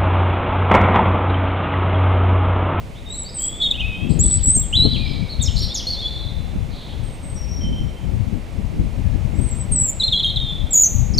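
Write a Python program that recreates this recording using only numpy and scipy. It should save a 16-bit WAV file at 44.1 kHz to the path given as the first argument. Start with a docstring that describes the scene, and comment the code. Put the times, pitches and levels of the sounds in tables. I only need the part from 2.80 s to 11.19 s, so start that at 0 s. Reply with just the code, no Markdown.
"""Thin whistles, chips and buzzes of small birds, one near and others farther off, over an open-air hush.
Each note is a near sine from the syrinx, swept in pitch. Ground and trunks return discrete echoes,
and scattering in the foliage lets the notes ring on. Gusts buffet the microphone, mostly its left
port, where turbulent pressure is heard as rumble and knocks. A faint tone wavers in the background."""
import sys
import numpy as np
from scipy import signal
from scipy.fft import rfft, irfft, next_fast_len
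from scipy.io import wavfile
from scipy.ndimage import uniform_filter1d, minimum_filter1d

SR = 44100
rng = np.random.default_rng(int(sys.argv[2]) if len(sys.argv) > 2 else 0)


def generate_wav(signal):
    """Clip the signal to [-1, 1] and save it as 16-bit WAV at the path in sys.argv[1]."""
    frames = np.transpose(np.atleast_2d(signal))
    scaled = np.clip(frames, -1, 1) * 32767
    pcm = np.round(scaled).astype(np.int16)
    wavfile.write(sys.argv[1], SR, pcm)


N = 369999


def gain_of(db):
    """The decibel scale: 20 dB is a tenfold amplitude."""
    return 10 ** (np.asarray(db) / 20)


def evened(x):
    """Normalisation to unit rms."""
    return x / np.sqrt(np.mean(x ** 2) + 1e-20)


def read(points, hz):
    """Interpolation of a table on a logarithmic frequency axis."""
    f, value = np.transpose(points)
    return np.interp(np.log(hz + 1), np.log(f + 1), value)


def add(mix, s, sound):
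    """Superposition: a sound joins the mix at s seconds."""
    part = mix[..., max(round(s * SR), 0):][..., :sound.shape[-1]]
    part += sound[..., :part.shape[-1]]


def wander(size, rate_hz):
    """Random modulation: low-passed Gaussian noise of unit rms."""
    padded = size + SR // 4
    hz = np.fft.rfftfreq(padded, 1 / SR)
    spectrum = rfft(rng.standard_normal(padded)) * np.exp(-(hz / rate_hz) ** 2)
    return evened(irfft(spectrum))[:size]


def colour(x, gain_at):
    """Linear filtering: the spectrum is multiplied by a frequency response."""
    size = next_fast_len(N)
    return irfft(rfft(x, size) * gain_at(np.fft.rfftfreq(size, 1 / SR)), size)[..., :N]


def noise(spectrum):
    """Spectral shaping of white noise, brought to unit rms."""
    return evened(colour(rng.standard_normal(N), lambda hz: gain_of(read(spectrum, hz))))


def sine(hz):
    """Phase is the time integral of frequency."""
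    return np.sin(2 * np.pi * np.cumsum(hz) / SR)


def hush(db=-35, swell_db=0.5):
    """Distant rumble and leaf hiss; left-right correlation sets how wide the hush sounds."""
    # ambient spectrum: f/Hz, relative level/dB
    spectrum = [(15, -12), (30, 0), (60, -6), (200, -11), (370, -18.5), (560, -19.5), (780, -22.5),
                (1050, -27.5), (1650, -33.5), (2170, -28.5), (3500, -34.5), (5000, -40), (8300, -43.5),
                (11500, -49), (15000, -57.5)]
    # stereo balance: f/Hz, left minus right level/dB
    balance = [(60, 10), (200, -2), (380, -3.5), (700, -6.5), (1300, -4), (2400, -5), (4400, 1.5),
               (7000, -1)]
    # stereo width, wide in the middle range and nearly centred in the treble: f/Hz, correlation
    correlation = [(60, 0.62), (290, 1), (640, 0.34), (1400, 0.47), (3000, 0.57), (7000, 1), (12000, 0.81)]
    left, independent = noise(spectrum), noise(spectrum)
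    common = lambda hz: np.clip(read(correlation, hz), -1, 1)
    right = colour(left, common) + colour(independent, lambda hz: np.sqrt(1 - common(hz) ** 2))
    pair = colour(np.array([left, right]), lambda hz: gain_of(np.outer([.5, -.5], read(balance, hz))))
    return pair * gain_of(db + swell_db * wander(N, 0.83))


def drone(hz=565, waver_hz=22, db=-57, swell_db=4):
    """Slow frequency and amplitude modulation make a faint, far-off tone waver."""
    pitch = hz + waver_hz * wander(N, 9.43)
    return gain_of(db + swell_db * wander(N, 2.4)) * sine(pitch)


def breeze(rise_s=0.14, fall_s=0.11, calm_db=-40, unrest_db=1.7):
    """Unsteady flow: the rumble's level in dB rises with each gust, wavers and falls back."""
    # gusts at the windward port: start t/s, duration/s, relative level/dB
    gusts = [ (0.932, 0.16, -26), (1.245, 0.57, -15.5), (1.967, 0.46, -17), (2.597, .25, -17),
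             (3.11, 0.44, -29), (3.453, 0.44, -19.5), (4.17, 0.079, -22.5), (4.553, 0.063, -22.5),
             (4.72, 0.35, -19), (5.28, .27, -17.5), (5.771, 0.3, -18), (6.188, 0.485, -16),
             (6.702, 0.34, -20), (7.12, 0.36, -27), (7.492, 0.35, -22), (8.152, 0.28, -15.5), ]
    t = np.arange(N) / SR
    levels_db = [np.interp(t, [s - rise_s, s, s + length, s + length + fall_s],
                           [calm_db, db, db, calm_db]) for s, length, db in gusts]
    return np.max(levels_db, axis=0) + unrest_db * wander(N, 9.7)


def wind(trim_db=1.0, lee_db=-37, lump_db=3.0, eddy_hz=28, push_db=-2, knock_db=4):
    """Turbulent pressure: gusts shake the left port, the right lies in the lee; eddies strike both."""
    # strongest eddies: centre t/s, duration/s, left level/dB, right level/dB
    eddies = [ (1.333, 0.3, -17, -58), (1.49, 0.17, -22.5, -60), (1.686, 0.037, -20.5, -52),
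              (1.78, 0.059, -17, -60), (1.981, 0.034, -18.5, -65), (2.059, 0.068, -11, -58),
              (2.157, 0.14, -21, -57), (2.346, 0.16, -21, -60), (2.821, 0.046, -21.5, -60),
              (3.752, 0.058, -44, -22.5), (4.922, 0.34, -29, -24.5), (5.328, 0.16, -24, -61),
              (5.535, 0.13, -20.5, -48), (5.796, .05, -24.5, -60), (5.932, 0.063, -19.5, -40),
              (6, 0.13, -21.5, -24.5), (6.199, 0.041, -22.5, -65), (6.363, 0.073, -22.5, -58),
              (6.588, 0.18, -19.5, -58), (6.915, 0.041, -26.5, -60), (6.98, 0.19, -41, -28),
              (8.369, 0.14, -21.5, -29), ]
    # spectrum of the flow's rumble: f/Hz, relative level/dB
    rumble_spectrum = [(12, -9), (25, -0.5), (38, 4), (70, 3.5), (120, -0.5), (180, -8.5), (260, -16.5),
                       (500, -77.5)]
    # spectrum of an eddy's impact: f/Hz, relative level/dB
    buffet_spectrum = [(60, -11), (150, 7.5), (240, 3), (340, -4.5), (500, -26.5), (800, -51), (1500, -56),
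                       (4000, -82)]
    # spectrum added by the hardest eddies: f/Hz, relative level/dB
    knock_spectrum = [(200, 2), (400, 13), (750, -4), (1200, -16), (3000, -63)]
    strikes = np.zeros((2, N))
    for s, length, *levels_db in eddies:
        for port, db in zip(strikes, levels_db):
            add(port, s - length, gain_of(db) * np.hanning(int(2 * length * SR)) ** 2)
    ports = []
    for db, strike in zip([breeze() + trim_db, lee_db], strikes):
        lumps = evened(gain_of(lump_db * wander(N, eddy_hz)))
        rumble = np.maximum(gain_of(db), gain_of(push_db) * strike) * noise(rumble_spectrum)
        # faster air makes smaller, brighter eddies
        knock = gain_of(knock_db) * strike ** 2 * noise(knock_spectrum)
        buffet = strike * noise(buffet_spectrum)
        ports.append(lumps * (rumble + buffet + knock))
    return np.array(ports)


def foliage(x, build_s=0.0067, reflections_per_s=3000):
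    """Reverberation by scattering: many weak reflections build up quickly; the treble dies first."""
    # decay among the trees: f/Hz, reverberation time T60/s
    decay_times = [(2500, 1.14), (4000, 1.04), (7000, 0.63), (14000, 0.62)]
    taps = rng.standard_normal(SR) * (rng.random(SR) < reflections_per_s / SR)
    hz, t, bands = signal.stft(taps, SR, nperseg=256)
    envelope = gain_of(-60 * t / read(decay_times, hz)[:, None]) * (1 - np.exp(-t / build_s))
    tail = signal.istft(bands * envelope, SR, nperseg=256)[1]
    return signal.fftconvolve(x, tail / np.linalg.norm(tail))[:N]


def echoes(x):
    """Specular reflection: the ground and nearest trunks return delayed, weaker copies."""
    # reflected paths: delay t/s, level/dB relative to the direct sound
    paths = [(.0035, -12), (.009, -7.5), (.017, -21), (.029, -17), (.047, -22.5), (.083, -30), (.125, -27)]
    out = np.zeros(N)
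    for delay, db in paths:
        add(out, delay, gain_of(db) * x)
    return out


def near_and_far(sound, distance):
    """Linear crossfade between the near path (distance 0) and the far path (distance 1)."""
    return np.outer([1 - distance, distance], sound)


def whistle(hz, db, jitter, flutter_db, edge_s=0.0017):
    """Self-sustained oscillation of one side of the syrinx: a near sine with a slight tremble."""
    size = len(hz)
    pitch = uniform_filter1d(hz, size=130) * (1 + jitter * wander(size, 270))
    fade = signal.windows.tukey(size, 2 * edge_s * SR / size)
    return gain_of(db + flutter_db * wander(size, 160)) * fade * sine(pitch)


def overtones(x, octave_db, upper_db, grain_db=3, grain_hz=200, knee_db=-28):
    """Nonlinearity of the syrinx: faint, grainy harmonics grow with the effort."""
    analytic = lambda v: signal.hilbert(v, next_fast_len(N))[:N]
    whole = analytic(x)
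    low = analytic(colour(x, lambda hz: hz < 5000))
    envelope = abs(whole) + gain_of(knee_db)
    # the nth power of an analytic signal is its nth harmonic
    octave = gain_of(octave_db) * whole ** 2 / envelope
    upper = gain_of(upper_db) * (low ** 3 / envelope ** 2 + .5 * low ** 4 / envelope ** 3)
    grain = gain_of(grain_db * wander(N, grain_hz)) * np.exp(.8j * wander(N, grain_hz))
    return x + ((octave + upper) * grain).real


def rasps(shake_hz=450, edge_share=0.36):
    """Fast, irregular frequency modulation spreads a whistle into the sidebands of a hoarse buzz."""
    # buzzes: t/s, duration/s, start f/Hz, end f/Hz, relative level/dB, rms deviation/Hz
    notes = [ (0.145, .057, 3060, 4000, -45, 150), (.28, .1, 7700, 7900, -42.5, 180),
             (0.584, 0.085, 7750, 7460, -29, 221), (1.287, 0.067, 7640, 8180, -40.5, 320),
             (1.291, 0.053, 4430, 4200, -43.5, 407), (1.384, 0.29, 4250, 4380, -44, 458),
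             (2.069, 0.157, 3955, 3900, -34.5, 325), (2.198, .2, 3940, 4200, -38.5, 378),
             (2.62, 0.046, 6950, 5050, -31, 380), (2.758, .042, 4135, 4450, -25, 350),
             (2.816, .044, 4770, 4120, -25, 324), (2.954, 0.039, 6180, 4880, -24, 402),
             (3.89, .28, 4024, 3500, -41.5, 343), (4.222, 0.16, 8520, 8360, -47, 70),
             (4.413, 0.18, 8270, 8100, -44, 90), (4.548, 0.11, 5710, 5520, -41, 45.3),
             (4.663, 0.21, 5620, 5565, -38, 74), (7.93, 0.13, 7220, 6670, -21, 277), ]
    out = np.zeros(N)
    for s, length, start_hz, end_hz, db, swing_hz in notes:
        size = int(length * SR)
        pitch = np.linspace(start_hz, end_hz, size) + swing_hz * wander(size, shake_hz)
        level = gain_of(db + 2 * wander(size, 200)) * signal.windows.tukey(size, edge_share)
        add(out, s, level * sine(pitch))
    return out


def chips(arch_db=9.5):
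    """Linear chirps: the pitch drops in one slightly rough stroke, loudest halfway down."""
    # downstrokes: t/s, duration/s, top f/Hz, bottom f/Hz, relative level/dB, distance (0-1)
    notes = [ (0.906, .014, 3960, 3280, -13.5, 0), (0.952, 0.0099, 3260, 2870, -19.5, 0),
             (1.004, 0.015, 3230, 2610, -25, 0), (1.504, 0.019, 3910, 2910, -35.5, 0.8),
             (1.673, 0.027, 3730, 2950, -46, .9), (1.735, 0.021, 3624, 2950, -43, .9),
             (1.818, 0.024, 3740, 3130, -36, 0.95), (2.616, .036, 8380, 5820, -21.5, 0.25),
             (2.653, 0.025, 5390, 5160, -26.5, 0.7), (2.671, 0.021, 4060, 2700, -25, 1),
             (2.788, .02, 7400, 6670, -37, .3), (2.943, 0.016, 7330, 6100, -21.5, 0.05),
             (2.95, 0.015, 3930, 3230, -25.5, .9), (2.972, 0.019, 5660, 5000, -27, 0),
             (2.99, 0.022, 3950, 2720, -27.5, 1), (7.197, 0.025, 4100, 3680, -16, 0),
             (7.277, 0.013, 4110, 3460, -16, .1), (7.314, 0.028, 3950, 3194, -11, 0),
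             (7.389, .019, 4130, 3085, -15.5, 0.25), (7.43, .014, 4080, 3330, -13, 0.2),
             (7.494, 0.02, 4214, 3340, -17.5, 0.16), (7.559, 0.021, 4080, 3320, -17, .1),
             (7.927, .012, 8180, 7430, -20.5, 0.3), (8.336, 0.0077, 6200, 4740, -26, 0),
             (8.375, 0.0078, 6600, 4550, -20, 0), ]
    out = np.zeros((2, N))
    for s, length, top_hz, bottom_hz, db, distance in notes:
        u = np.linspace(-1, 1, int(length * SR))
        hz = np.linspace(top_hz, bottom_hz, len(u))
        note = whistle(hz, db - arch_db * u ** 2, jitter=0.009, flutter_db=3.5)
        add(out, s, near_and_far(note, distance))
    return out


def slurs_and_rings(arch_db=3):
    """Quadratic chirps: the pitch follows a parabola while the level arches and swells or fades."""
    # slurred whistles, and the lingering ring of a few notes: t/s, duration/s, start f/Hz,
    # middle f/Hz, end f/Hz, relative level/dB, swell from start to end/dB, distance (0-1)
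    tones = [ (0.259, 0.095, 3700, 3790, 4130, -35.5, 6, 0.95),
             (0.319, 0.044, 7900, 7520, 7440, -33, -1, .1), (0.372, 0.071, 7880, 7830, 7560, -27, -10, 0),
             (0.449, 0.051, 4470, 4650, 5100, -37, -1, 1), (0.576, 0.054, 3100, 3190, 3275, -42.5, 16, 1),
             (0.624, .175, 3296, 3376, 3550, -37, -1, .9), (0.801, 0.069, 3500, 3384, 3330, -19, -2, 0),
             (0.815, 0.078, 3680, 3733, 3490, -19, 0, 0), (0.817, 0.048, 4230, 4220, 4080, -34.5, -4, 0),
             (0.925, .026, 2480, 2680, 3060, -35, 16, .1), (0.973, 0.038, 2566, 2660, 3250, -25, 18, 0.3),
             (1.012, 0.066, 2575, 2526, 2790, -28, -3, 0.3), (1.08, .2, 2570, 2530, 2675, -33, -10, 0),
             (1.097, 0.18, 2966, 3166, 3273, -40, 6, 0.3), (1.426, 0.037, 3960, 3340, 3840, -40, 0, 0.7),
             (1.582, 0.029, 3850, 3010, 3800, -42.5, 10, 0.8),
             (1.746, .026, 5930, 6860, 7300, -25.5, 17, .1), (1.769, .078, 7340, 7580, 7580, -18, -6, 0.03),
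             (2.048, 0.089, 4150, 3947, 4190, -28.5, -12, 0.3),
             (2.133, 0.038, 3490, 3150, 2320, -27.5, -11, 0.8), (2.167, .11, 2350, 2440, 2266, -38, 5, 0.8),
             (2.24, 0.087, 4830, 5070, 5010, -42.5, 6, 0.6), (2.297, 0.2, 2283, 2297, 2190, -45.5, -1, 0.6),
             (2.484, 0.055, 3580, 4414, 3710, -31.5, 5, 1), (2.597, 0.029, 3260, 3720, 3410, -28.5, 7, 0.9),
             (2.802, 0.028, 5500, 5515, 5470, -26.5, 2, 1), (2.888, .044, 3370, 3490, 3790, -27.5, 8, .3),
             (3.068, 0.024, 4410, 4270, 4580, -21.5, -5, .8),
             (3.098, 0.057, 4640, 4367, 3970, -23, -3, 0.5), (3.163, .05, 3485, 3530, 3820, -28.5, 8, 0.56),
             (3.215, 0.066, 3403, 3400, 3517, -22.5, 1, 0.5), (3.22, 0.33, 4140, 4030, 3925, -42.5, -13, 1),
             (3.281, .29, 3460, 3610, 3660, -38.5, -20, 0.77), (4.808, 0.094, 3190, 3117, 3090, -38, -3, 1),
             (4.901, 0.131, 3090, 3124, 3140, -41.5, 6, 1), (6.25, 0.11, 1684, 1720, 1600, -56, -6, 0.8),
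             (6.421, 0.36, 2073, 2115, 2126, -60, 11, .9), (6.542, .07, 7500, 7920, 8060, -45.5, 8, .1),
             (6.61, 0.087, 8300, 8180, 8050, -34, 3, 0.2), (6.703, 0.028, 7820, 7600, 7700, -29.5, -2, .1),
             (6.738, .11, 8460, 8070, 7930, -37, 10, 0), (7.221, 0.022, 3460, 3570, 3660, -19, -1, 0),
             (7.233, 0.022, 4120, 4143, 4160, -11.5, -3, 0.3),
             (7.332, 0.059, 3346, 3320, 3550, -18.5, -11, 0.3),
             (7.348, 0.035, 4000, 4040, 4020, -22, 13, .1), (7.444, 0.025, 3260, 3242, 3330, -16, -1, 0.52),
             (7.463, 0.026, 3890, 3680, 3700, -20, -2, 0.2), (7.587, .22, 3785, 3554, 3507, -27, -4, 0),
             (8.343, 0.02, 4700, 5300, 5170, -25, -3, 0), (8.382, 0.019, 4440, 4600, 4750, -7.5, 5, 0.2), ]
    out = np.zeros((2, N))
    for s, length, start_hz, middle_hz, end_hz, db, swell_db, distance in tones:
        u = np.linspace(-1, 1, int(length * SR))
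        parabola = np.polyfit([-1, 0, 1], [start_hz, middle_hz, end_hz], 2)
        level_db = db + swell_db * u / 2 - arch_db * u ** 2
        tone = whistle(np.polyval(parabola, u), level_db, jitter=0.0044, flutter_db=3.0)
        add(out, s, near_and_far(tone, distance))
    return out


def calls():
    """Frequency and amplitude modulation along contours shape the near bird's long, loud whistles."""
    # high whistles, one contour a call: t/s, f/Hz, relative level/dB
    high_calls = [
        [(0.542, 8454, -41), (0.552, 8410, -29), (0.564, 7954, -36), (0.572, 7784, -24), (0.58, 8192, -27),
         (0.594, 7741, -18.5), (0.606, 7633, -31), (0.616, 7548, -25), (0.626, 7984, -22), (0.646, 7549, -23),
         (0.666, 8030, -26.5), (0.68, 7730, -17.5), (0.69, 7647, -29)],
        [(1.391, 7020, -26.5), (1.401, 7090, -16), (1.409, 7750, -12), (1.417, 7730, -19), (1.459, 7980, -16.5),
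         (1.487, 7866, -16.5), (1.501, 8120, -23.5), (1.515, 7868, -17), (1.541, 7900, -14.5),
         (1.58, 7935, -27)],
        [(1.631, 7560, -23), (1.641, 7740, -18.5), (1.683, 7900, -11), (1.705, 8015, -13), (1.715, 7970, -24),
         (1.729, 8190, -17), (1.775, 8440, -13.5)],
        [(6.913, 8678, -39), (6.921, 8640, -20), (6.935, 8220, -18.5), (6.949, 8152, -26), (6.959, 8000, -18.5),
         (6.977, 7790, -16.5), (7.003, 7943, -17.5), (7.019, 7710, -12.5), (7.029, 7810, -23.5),
         (7.043, 7681, -13.5), (7.067, 7386, -22.5), (7.093, 7214, -17.5), (7.11, 7100, -27)],
        [(7.907, 7495, -26), (7.927, 7730, -21), (7.935, 7100, -12.5), (7.951, 6704, -12), (7.959, 6800, -9.5),
         (7.965, 6694, -10.5), (8.027, 6923, -11), (8.035, 6789, -8), (8.045, 6110, -11), (8.057, 6170, -14),
         (8.065, 6701, -12.5), (8.075, 6140, -17.5)],
    ]
    # contour of a lower, rising whistle: t/s, f/Hz, relative level/dB
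    low_call = [(1.927, 2756, -24.5), (1.939, 3124, -18), (1.957, 3520, -13.5), (1.965, 3977, -14),
                (2.013, 3890, -11.5), (2.053, 4230, -16), (2.066, 4000, -22)]
    out = np.zeros((2, N))
    for contours, trim_db, distance in [(high_calls, 2.0, 0.03), ([low_call], 0.9, 0.11)]:
        for contour in contours:
            s, hz, db = np.transpose(contour)
            t = np.arange(s.min(), s.max(), 1 / SR)
            level_db = np.interp(t, s, db) + trim_db
            note = whistle(np.interp(t, s, hz), level_db, jitter=0.006, flutter_db=2.17)
            add(out, s.min(), near_and_far(note, distance))
    return out


def birds(near_db=-1.5, far_db=-1.0, near_wet_db=-15.0, far_wet_db=-4.0):
    """The direct-to-reverberant ratio falls with distance: far birds carry more of the trees' ring."""
    near, far = calls() + slurs_and_rings() + chips()
    near = overtones(near, octave_db=-29, upper_db=-39.5)
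    far = overtones(far, octave_db=-26, upper_db=-24)
    far += overtones(rasps(), octave_db=-19, upper_db=-22)
    direct = gain_of(near_db) * near + gain_of(far_db) * far
    scattered = foliage(gain_of(near_wet_db) * near + gain_of(far_wet_db) * far)
    return direct + echoes(direct) + scattered


def scene():
    """Superposition: birds and drone sit in the centre; wind and hush are wide."""
    return birds() + wind() + hush() + drone()


def record(dry, ceiling=0.95, limiter_samples=400, edge_hz=15500):
    """Port resonance colours the sound; a quick limiter common to both ports and a low-pass follow."""
    # notch and resonance of the microphone's ports: f/Hz, gain/dB
    response = [(10000, 0.5), (11200, 1), (12400, -8.5), (13300, 4.5), (14300, 9), (15500, 1.5)]
    heard = colour(dry, lambda hz: gain_of(read(response, hz)))
    peak = np.maximum(abs(heard).max(axis=0), ceiling)
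    allowed_gain = minimum_filter1d(ceiling / peak, size=limiter_samples)
    limited = heard * uniform_filter1d(allowed_gain, size=limiter_samples)
    lowpass = signal.firwin(511, edge_hz, window=("kaiser", 9), fs=SR)
    return signal.oaconvolve(limited, lowpass[None], "same")


dry = scene()
out = record(dry)
generate_wav(out)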